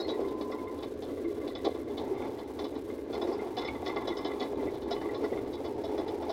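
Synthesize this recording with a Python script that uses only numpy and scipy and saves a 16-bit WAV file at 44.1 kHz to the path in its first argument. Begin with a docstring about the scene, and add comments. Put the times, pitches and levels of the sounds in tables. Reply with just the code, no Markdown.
"""Inside the cab of a truck on a rough dirt road. From the start, road impacts drive the cab into a hollow
boom over tyre rumble, gravel, a low engine hum, rushing air and a faint sizzle; a friction squeal fades
within the first second. Jolts set trim, metal fittings and a plastic panel rattling at their resonances,
and bigger bumps knock through the body. The gravel falls quiet after one second and again near three;
the shaking is hardest near four seconds, and the rattling goes on to the end."""
import sys
import numpy as np
from scipy import signal
from scipy.fft import rfft, irfft
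from scipy.io import wavfile
from scipy.ndimage import uniform_filter1d

SR = 44100
rng = np.random.default_rng(int(sys.argv[2]) if len(sys.argv) > 2 else 0)


def transcribe(signal):
    """Save signal, clipped to [-1, 1], as a 16-bit WAV file at the path in sys.argv[1]."""
    frames = np.atleast_2d(signal).T
    limited = np.clip(frames, -1, 1)
    pcm = np.round(limited * 32767).astype(np.int16)
    wavfile.write(sys.argv[1], SR, pcm)


N = 278756
TIME = np.arange(N) / SR
CONTACT_HZ = 6500  # bandwidth of a hard contact

# jolts that throw the fittings: t/s, relative blow level/dB, ring level/dB, bright level/dB, length/s
ROAD_JOLTS = [(0.0, -36, -68, -51.5, .021), (0.081, -38, -49, -61, .052), (0.21, -40, -62, -68, .015),
              (0.277, -46, -58, -69, 0.022), (0.41, -35.5, -50.5, -58, 0.0097),
              (0.514, -37, -58, -59, 0.018), (0.788, -45, -59, -78, .019), (0.824, -36.5, -49, -63, .02),
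              (1.022, -43, -54, -65, 0.024), (1.475, -43, -49, -61, 0.0096),
              (1.551, -35.5, -43.5, -57, 0.012), (1.646, -29.5, -42, -57, 0.027),
              (1.743, -37.5, -59, -71, 0.017), (1.974, -39.5, -46.5, -73, 0.027),
              (2.384, -43.5, -57.5, -68, 0.031), (2.588, -35, -47, -56, 0.017),
              (2.642, -35.5, -49, -56, .017), (2.753, -40.5, -57.5, -66, 0.0096),
              (3.128, -37.5, -50.5, -59.5, 0.047), (3.214, -31.5, -45.5, -54.5, 0.018),
              (3.273, -35.5, -71, -62, 0.035), (3.317, -38.5, -72, -58.5, .04),
              (3.568, -33, -43.5, -53.5, 0.05), (3.616, -46, -51, -62, 0.022),
              (3.647, -38, -48.5, -58, .018), (3.675, -46, -49.5, -65, 0.025),
              (3.853, -33.5, -47.5, -53.5, 0.06), (3.96, -31, -51, -57, 0.014),
              (4.073, -32, -43, -52, 0.029), (4.169, -36, -50.5, -53.5, 0.022),
              (4.247, -35, -46.5, -55, 0.048), (4.398, -34.5, -47.5, -54.5, 0.066),
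              (4.735, -42.5, -59.5, -71, 0.042), (4.818, -42, -56, -66, .015),
              (4.907, -34.5, -44.5, -50, 0.043), (5.013, -36.5, -65, -65, 0.021),
              (5.144, -39, -51.5, -66, .029), (5.238, -30.5, -64, -56, 0.015),
              (5.528, -47, -55, -63.5, 0.055), (5.642, -37.5, -55.5, -59, 0.033),
              (5.837, -41, -51.5, -59, 0.028), (5.977, -35.5, -54.5, -62, 0.044),
              (6.079, -37, -52, -60.5, 0.024), (6.222, -36.5, -58, -65, 0.026),
              (6.293, -36, -51, -55, 0.038)]
# how hard the trim and loose parts are shaken: t/s, relative level/dB
SHAKING_LEVEL = [(0.0, -55), (0.3, -65.5), (1.05, -62), (1.65, -54.5), (1.9, -58.5), (2.16, -53),
                 (2.59, -61), (3.7, -56), (4.1, -48), (4.82, -56), (5.25, -56), (5.44, -56.5), (5.67, -60),
                 (6.32, -61)]
# main modes of the metal fittings: f/Hz, bandwidth/Hz, gain/dB
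METAL_MODES = [(2390, 600, -16), (3000, 38, -2.5), (3210, 120, -11), (3409, 46, 1), (3490, 73, 5),
               (3630, 25, 1.5), (3857, 89, 1), (3877, 32, 2), (3862, 130, -4.5), (4214, 31, -3.5),
               (4334, 35, -7)]


def from_db(db):
    """Amplitude ratio of a level in decibels."""
    return 10 ** (np.asarray(db) / 20)


def power_sum(a_db, b_db):
    """Incoherent sounds add in power; levels in dB."""
    return 10 * np.log10(from_db(a_db) ** 2 + from_db(b_db) ** 2)


def rms_one(x):
    """Normalisation to unit power."""
    return x / np.sqrt(np.mean(x ** 2) + 1e-20)


def in_time(curve):
    """Linear interpolation of a level curve at every sample."""
    return np.interp(TIME, *np.transpose(curve))


def add(out, s, sound):
    """Superposition of a sound starting at s seconds."""
    at = int(np.clip(round(s * SR), 0, N - 1))
    out[at:at + len(sound)] += sound[:N - at]


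def drift(corner_hz):
    """Low-pass noise: a random fluctuation of unit rms."""
    hz = np.fft.rfftfreq(N, 1 / SR)
    return rms_one(irfft(rfft(rng.standard_normal(N)) / (1 + (hz / corner_hz) ** 2), N))


def colour(x, spectrum):
    """Source and filter: an excitation takes on a spectral envelope, at unit rms."""
    hz, db = np.transpose(spectrum)
    bins = np.maximum(np.fft.rfftfreq(N, 1 / SR), 1)
    envelope = from_db(np.interp(np.log(bins), np.log(hz), db))
    skirt = 1 / (1 + (bins / hz[-1] / 2) ** 4) / (1 + (hz[0] / bins / 2) ** 4)
    return rms_one(irfft(rfft(x) * skirt * envelope, N))


def even(x, span_s):
    """Division by the running rms holds the power steady over spans longer than span_s."""
    size = max(int(span_s * SR), 2)
    power = uniform_filter1d(uniform_filter1d(x ** 2, size), size)
    return x / np.sqrt(np.abs(power) + 1e-12)


def at_level(x, db, span_s):
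    """Normalisation of a burst: its greatest short-time rms becomes db."""
    power = uniform_filter1d(x ** 2, max(int(span_s * SR), 2), mode="constant")
    return from_db(db) * x / np.sqrt(power.max() + 1e-20)


def contacts(per_s, spread_db, size=N):
    """A Poisson process of impulses of uneven strength."""
    hit = rng.random(size) < per_s / SR
    sign = rng.choice([-1, 1], size)
    return hit * sign * from_db(spread_db * np.minimum(rng.exponential(1, size), 4))


def soften(x, hz):
    """A finite contact time acts as a low-pass filter, passing little above hz."""
    return signal.sosfilt(signal.butter(4, min(hz, SR * .45), fs=SR, output="sos"), x + 1e-18)


def resonate(x, modes, scatter_db=0):
    """Superposed modes (f/Hz, bandwidth/Hz, gain/dB); the point of contact scatters their gains."""
    out = 0
    for k, (hz, width, db) in enumerate(modes):
        radius = np.exp(-np.pi * width / SR)
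        gain = (-1) ** k * from_db(db + scatter_db * rng.standard_normal()) * (1 - radius ** 2) / 2
        feedback = [1, -2 * radius * np.cos(2 * np.pi * hz / SR), radius ** 2]
        out = out + gain * signal.lfilter([1, 0, -1], feedback, x + 1e-18)
    return out


def cab(x, t60_s=0.13, echo_db=-7):
    """Reverberation: dense, short reflections from glass and trim follow the direct sound."""
    t = TIME[:SR // 5]
    echoes = rng.standard_normal(len(t)) * from_db(-60 * t / t60_s) * (t > .002)
    return x + from_db(echo_db) * signal.fftconvolve(x, echoes / np.linalg.norm(echoes))[:len(x)]


def swell(t, length, rise_s, fall_s):
    """A driven vibration builds up for length seconds, then decays exponentially."""
    return (1 - np.exp(-t / rise_s)) * np.exp(-np.maximum(t - length, 0) / fall_s)


def held_modes(rows, rise_s, fall_s, rough):
    """Forced vibration: each sharp mode rings unevenly while shaken, then dies away."""
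    out, t = np.zeros(N), TIME[:SR // 4]
    for s, db, length, hz in rows:
        rasp = rms_one(soften(rng.standard_normal(len(t)), hz / 16))
        envelope = from_db(db) * swell(t, length, rise_s, fall_s) * (1 + rough * rasp)
        add(out, s, envelope * np.sin(2 * np.pi * hz * t))
    return out


def ride():
    """Road excitation: surface and jolts add in power to give boom, gravel and trim levels in dB."""
    # drumming of the road on the cab between jolts: t/s, relative level/dB
    drumming = [(0.0, -34.0), (0.64, -38), (0.76, -39.5), (1.2, -36), (1.76, -38), (2.12, -35),
                (2.52, -41.5), (2.64, -38.5), (3.04, -38), (3.28, -33.0), (3.44, -39.5), (4.28, -38.5),
                (4.64, -33.5), (4.8, -37), (5.28, -35), (5.6, -36.5), (6.04, -36), (6.32, -38.3)]
    # loose gravel, with two smooth stretches: t/s, relative level/dB
    crunch = [(0.0, -48.5), (0.84, -52.5), (0.92, -65), (1.36, -76), (1.64, -53), (1.8, -61), (2.04, -41.5),
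              (2.48, -49), (2.68, -52), (2.92, -57), (3.08, -55), (3.2, -44), (3.48, -45), (3.92, -45),
              (4.84, -48), (6.2, -44), (6.32, -42.5)]
    jolts, t = np.zeros(N), TIME[:SR // 4]
    for s, blow_db, *_, length in ROAD_JOLTS:
        add(jolts, s, from_db(blow_db) * swell(t, length, rise_s=0.0055, fall_s=0.015))
    jolt_db = 20 * np.log10(jolts + 1e-9)
    ruts = drift(corner_hz=12.6)  # small ruts sway all three together
    boom_db = power_sum(in_time(drumming) + 1.37 * ruts, jolt_db - 5.5)
    gravel_db = power_sum(in_time(crunch) - 0.17 + 2 * ruts, jolt_db - 10.5)
    trim_db = power_sum(in_time(SHAKING_LEVEL) - 1.6 + 2.5 * ruts, jolt_db - 15)
    return boom_db, gravel_db, trim_db


def boom(level_db):
    """Random impacts of stones and ruts excite the hollow resonances of the cab."""
    # response of the cab: f/Hz, relative spectral level/dB
    spectrum = [(165, -34), (195, -18.5), (250, -4.5), (290, -0.5), (315, -1.5), (350, 1.5), (385, -3.5),
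                (410, 4), (460, -4.5), (520, -6.5), (600, -12), (800, -25), (1200, -34), (2500, -41)]
    impacts = contacts(per_s=1300, spread_db=2.16)
    return from_db(level_db) * even(colour(impacts, spectrum), span_s=0.062)


def gravel(level_db):
    """Shot noise: many small contacts under the tyres merge into a crunch."""
    # crunch of gravel: f/Hz, relative spectral level/dB
    spectrum = [(500, 8.5), (600, -12), (660, 6.5), (770, 6.5), (890, 9), (980, -1), (1120, -35),
                (1260, -8), (1600, -22), (2100, -14.5), (2700, -22), (3700, -25), (5200, -24.5),
                (7000, -35.5)]
    stones = contacts(per_s=2200, spread_db=3.8)
    return from_db(level_db) * even(colour(stones, spectrum), span_s=0.063)


def trim(level_db):
    """Impact excitation: shaken trim chatters at its natural frequencies."""
    # modes of dashboard and door trim: f/Hz, bandwidth/Hz, gain/dB
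    modes = [(660, 22, -12), (1020, 48, 1), (1151, 59, -4.5), (1310, 36, -16), (1394, 54, -16),
             (1684, 30, -17.5), (2340, 76, -19)]
    taps = soften(contacts(per_s=900, spread_db=4.3), CONTACT_HZ)
    return from_db(level_db) * even(cab(resonate(taps, modes)), span_s=0.07)


def rumble():
    """Random vibration of tyres and chassis radiates low-frequency noise."""
    # response of tyres and chassis: f/Hz, relative spectral level/dB
    spectrum = [(18, -8), (27, -3), (38, -30), (52, -7), (66, 3), (80, 3.5), (100, -0.5), (130, -1),
                (162, -19), (220, -4)]
    # strength of their vibration: t/s, relative level/dB
    strength = [(0.0, -53.5), (1.8, -53), (2.12, -49.5), (2.4, -54.5), (3.24, -52.5), (3.4, -56.5),
                (3.72, -49), (4.48, -56), (4.56, -48), (5.32, -54), (5.36, -46), (5.56, -53.5),
                (5.84, -50.5), (6.32, -54)]
    vibration = even(colour(rng.standard_normal(N), spectrum), span_s=0.11)
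    return from_db(in_time(strength) + 1.5) * vibration


def engine(firing_hz=80.3, level_db=-63):
    """Structure-borne sound: the firing frequency hums through the floor, wavering with the load."""
    phase = 2 * np.pi * np.cumsum(firing_hz * (1 + 0.0068 * drift(2.7))) / SR
    return from_db(level_db + 0.83 * drift(2.3)) * np.sqrt(2) * np.sin(phase)


def air(level_db=-68):
    """Flow noise: air rushes steadily around the cab."""
    # rush of air: f/Hz, relative spectral level/dB
    spectrum = [(900, -11), (1600, 13), (2400, -5.5), (4000, -0.5), (6000, -27), (9000, -34)]
    return from_db(level_db) * colour(rng.standard_normal(N), spectrum)


def sizzle(beat_hz=30, dip_every_s=0.3):
    """Amplitude-modulated noise: a faint electronic sizzle sputters to a beat, with brief regular dips."""
    # sizzle: f/Hz, relative spectral level/dB
    spectrum = [(1000, 7), (4000, 2), (7000, -1.5), (10000, -2), (16000, -4.5)]
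    from_dip_s = (TIME - .058 + dip_every_s / 2) % dip_every_s - dip_every_s / 2
    dip = np.exp(-(from_dip_s / .016) ** 2)
    beat = np.cos(np.pi * beat_hz * (TIME - .017)) ** 6
    modulation = drift(170) + .2 + 1.3 * beat - 3.5 * dip
    sputter_db = 6.55 * np.tanh(2 * modulation)
    return from_db(-66.5 + sputter_db) * colour(rng.standard_normal(N), spectrum)


def squeal(hz=1024):
    """Friction-induced vibration, perhaps of a brake: a thin tone that wavers and flutters."""
    # rise and fall of the squeal: t/s, level/dB
    levels = [(0, -78), (0.15, -54), (0.5, -48.5), (0.78, -53.5), (0.9, -62), (1.0, -100)]
    phase = 2 * np.pi * np.cumsum(hz * (1 + .015 * drift(50))) / SR
    flutter_db = 2.5 * drift(60)
    return from_db(in_time(levels) + flutter_db) * np.sqrt(2) * np.sin(phase)


def squeaks():
    """Light damping lets a thin metal part ring on after each squeak."""
    # squeaks: t/s, level/dB, length/s, f/Hz
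    events = [(0.0, -38.5, 0.0065, 3880), (0.0, -52, 0.025, 4300), (0.026, -45.5, 0.028, 4230),
              (0.087, -37, 0.018, 3877), (0.09, -57, 0.03, 4234), (3.322, -58, 0.016, 4650),
              (3.648, -50, 0.008, 5220), (4.172, -50.5, 0.012, 5230), (4.95, -59, 0.061, 3000),
              (5.148, -57, 0.01, 5200)]
    return held_modes(events, rise_s=0.0015, fall_s=0.018, rough=0.27)


def chatter(length, per_s, settle_s, after_db):
    """Intermittent contact: a loose part lands, bounces while shaken and settles with faint rebounds."""
    t = TIME[:SR // 4]
    landing = 1.35 * (t == 0)
    shake = np.exp(-np.maximum(t - length / 2, 0) / settle_s)
    rebounds = from_db(after_db) * np.exp(-t / 0.043)
    return landing + (shake + rebounds) * contacts(per_s, spread_db=2.6, size=len(t))


def fittings():
    """Repeated impacts ring the metal fittings at each jolt; their mounting gives a short clack."""
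    # bright modes of the fittings: f/Hz, bandwidth/Hz, gain/dB
    bright_modes = [(4490, 280, 5), (4600, 1900, -4), (5016, 64, 8), (5235, 63, 5.5), (5340, 38, 4),
                    (5430, 180, -4), (5790, 78, 0.5), (6460, 2300, -20.5)]
    # modes of the hollow panel that carries them: f/Hz, bandwidth/Hz, gain/dB
    mount_modes = [(410, 37, 5), (675, 27, 2), (730, 10, -1), (796, 27, 0), (1026, 14, -11), (1086, 24, -6),
                   (1423, 56, -16.5), (1680, 22, -19), (1900, 180, -19.5)]
    out = np.zeros(N)
    for s, blow_db, ring_db, bright_db, length in ROAD_JOLTS:
        taps = soften(cab(chatter(length, per_s=700, settle_s=0.0046, after_db=-10.5)), CONTACT_HZ)
        blow = soften(cab(chatter(length / 2, per_s=500, settle_s=0.0079, after_db=-24)), hz=2360)
        add(out, s, at_level(resonate(taps, METAL_MODES, scatter_db=2.5), ring_db, length))
        add(out, s, at_level(resonate(taps, bright_modes, scatter_db=2.5), bright_db, length))
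        add(out, s, at_level(resonate(blow, mount_modes), blow_db - 3, length / 2))
    return out


def light_rattle(trim_db):
    """Weak random impacts keep the plastic panel ticking and the fittings jangling between jolts."""
    tick_modes = [(2020, 69, -4), (2090, 80, -5), (2154, 8.8, -9)]
    ticking = cab(resonate(contacts(per_s=320, spread_db=4.3), tick_modes))
    taps = soften(contacts(per_s=380, spread_db=2.1), CONTACT_HZ)
    jangle = cab(resonate(taps, METAL_MODES))
    return from_db(trim_db - 10.5) * rms_one(ticking) + from_db(trim_db - 12) * rms_one(jangle)


def faint_buzzes(count=90, gap_s=0.11):
    """Random contacts of panel and seat, harder when shaken more: rows of t/s, level/dB, f/Hz."""
    gap, strength, pitch = rng.standard_normal((count, 3)).T
    times = np.cumsum(gap_s * np.exp(gap / 2))
    db = np.interp(times, *np.transpose(SHAKING_LEVEL)) - 1 + 2.2 * strength
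    hz = 2060 + 43 * pitch
    return [row for row in zip(times, db, hz) if row[0] < TIME[-1]]


def panel_buzz(length_s=0.015):
    """Rapid impacts against its seat excite a cluster of close modes in a plastic panel."""
    # loudest buzzes: t/s, level/dB, f/Hz
    loud_buzzes = [(0.045, -52, 2060), (0.132, -49.5, 1980), (0.24, -48.5, 2080), (0.519, -45, 2040),
                   (0.583, -55, 2120), (0.669, -50.5, 2060), (1.096, -52.5, 2056), (1.243, -52, 2070),
                   (1.411, -52, 2040), (1.556, -51, 2040), (2.22, -49, 2230), (2.897, -51.5, 2090),
                   (3.151, -47.5, 2070), (3.389, -48, 2060), (3.62, -46.5, 2075), (3.647, -44.5, 2090),
                   (3.678, -38.5, 2200), (3.748, -47.5, 2010), (3.859, -43, 2037), (3.896, -41.5, 2060),
                   (3.966, -38, 2080), (4.068, -55, 2100), (4.116, -44.5, 2020), (4.312, -45, 2020),
                   (4.413, -45, 2020), (4.67, -48, 2040), (4.906, -50, 2020), (4.962, -47, 2020),
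                   (5.014, -52, 2010), (5.05, -49, 2040), (5.085, -45, 2000), (5.24, -46.5, 2000),
                   (5.325, -47.5, 2020), (5.372, -48.5, 2040)]
    out = np.zeros(N)
    for s, db, hz in list(loud_buzzes) + faint_buzzes():
        taps = soften(cab(chatter(length_s, per_s=900, settle_s=0.0063, after_db=-18)), hz=4130)
        modes = [(1135, 45, -3), (1410, 35, -11), (1800, 900, -25),
                 (hz - 40, 65, 0), (hz + 40, 65, -1), (3597, 60, -13)]
        add(out, s, at_level(resonate(taps, modes, scatter_db=1.5), db, length_s))
    return out


def knocks():
    """Damped impulse response: a blunt blow rings the body for a few cycles."""
    # bigger bumps: t/s, peak level/dB, f/Hz
    bumps = [(0.191, -21, 378), (0.501, -26, 495), (1.373, -33, 500), (1.665, -22, 394), (1.674, -17, 335),
             (1.690, -25, 380), (3.247, -24, 346), (3.294, -25, 344), (3.828, -24, 487), (4.079, -22, 423),
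             (4.531, -22, 397), (4.63, -24.5, 330), (4.675, -24.5, 365), (5.324, -23.5, 355),
             (5.985, -23.5, 370)]
    out, impulse = np.zeros(N), signal.unit_impulse(SR // 6)
    for s, db, hz in bumps:
        blow = soften(resonate(impulse, [(hz, 330, 0)]), hz=1050)
        body = resonate(blow, [(275, 120, -3), (hz, 150, 0), (500, 120, -2), (720, 120, -7)])
        add(out, s, from_db(db) * body / np.abs(body).max())
    return out


def drones():
    """Resonance: shaken cab panels swell into a brief drone or a hollow bonk."""
    # swells of the panels: t/s, level/dB, length/s, f/Hz
    events = [(0.215, -33.5, 0.058, 395), (0.395, -36, 0.046, 410), (1.11, -34, 0.075, 425),
              (1.243, -30, 0.035, 335), (2.11, -26, 0.023, 373), (3.284, -32, 0.018, 346),
              (3.565, -36.5, 0.021, 730), (4.10, -29.5, 0.018, 335), (4.41, -37, 0.025, 734),
              (4.625, -35.5, 0.03, 362), (4.912, -26, 0.008, 700), (5.30, -30, 0.03, 382.6),
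              (5.838, -35, 0.02, 660), (6.296, -26.5, 0.008, 660)]
    return held_modes(events, rise_s=0.0026, fall_s=0.0061, rough=0.38)


def scene():
    """Superposition of all sources at the driver's seat."""
    boom_db, gravel_db, trim_db = ride()
    road = boom(boom_db) + gravel(gravel_db) + trim(trim_db) + rumble()
    body = knocks() + drones()
    background = air() + engine() + squeal() + sizzle()
    loose_parts = squeaks() + fittings() + panel_buzz() + light_rattle(trim_db)
    return (road + body + background + loose_parts)[None]


def record(dry):
    """A steep low-pass filter removes the highest treble."""
    cutoff_hz = 15900
    return signal.sosfilt(signal.ellip(12, .1, 70, cutoff_hz, fs=SR, output="sos"), dry)


dry = scene()
out = record(dry)
transcribe(out)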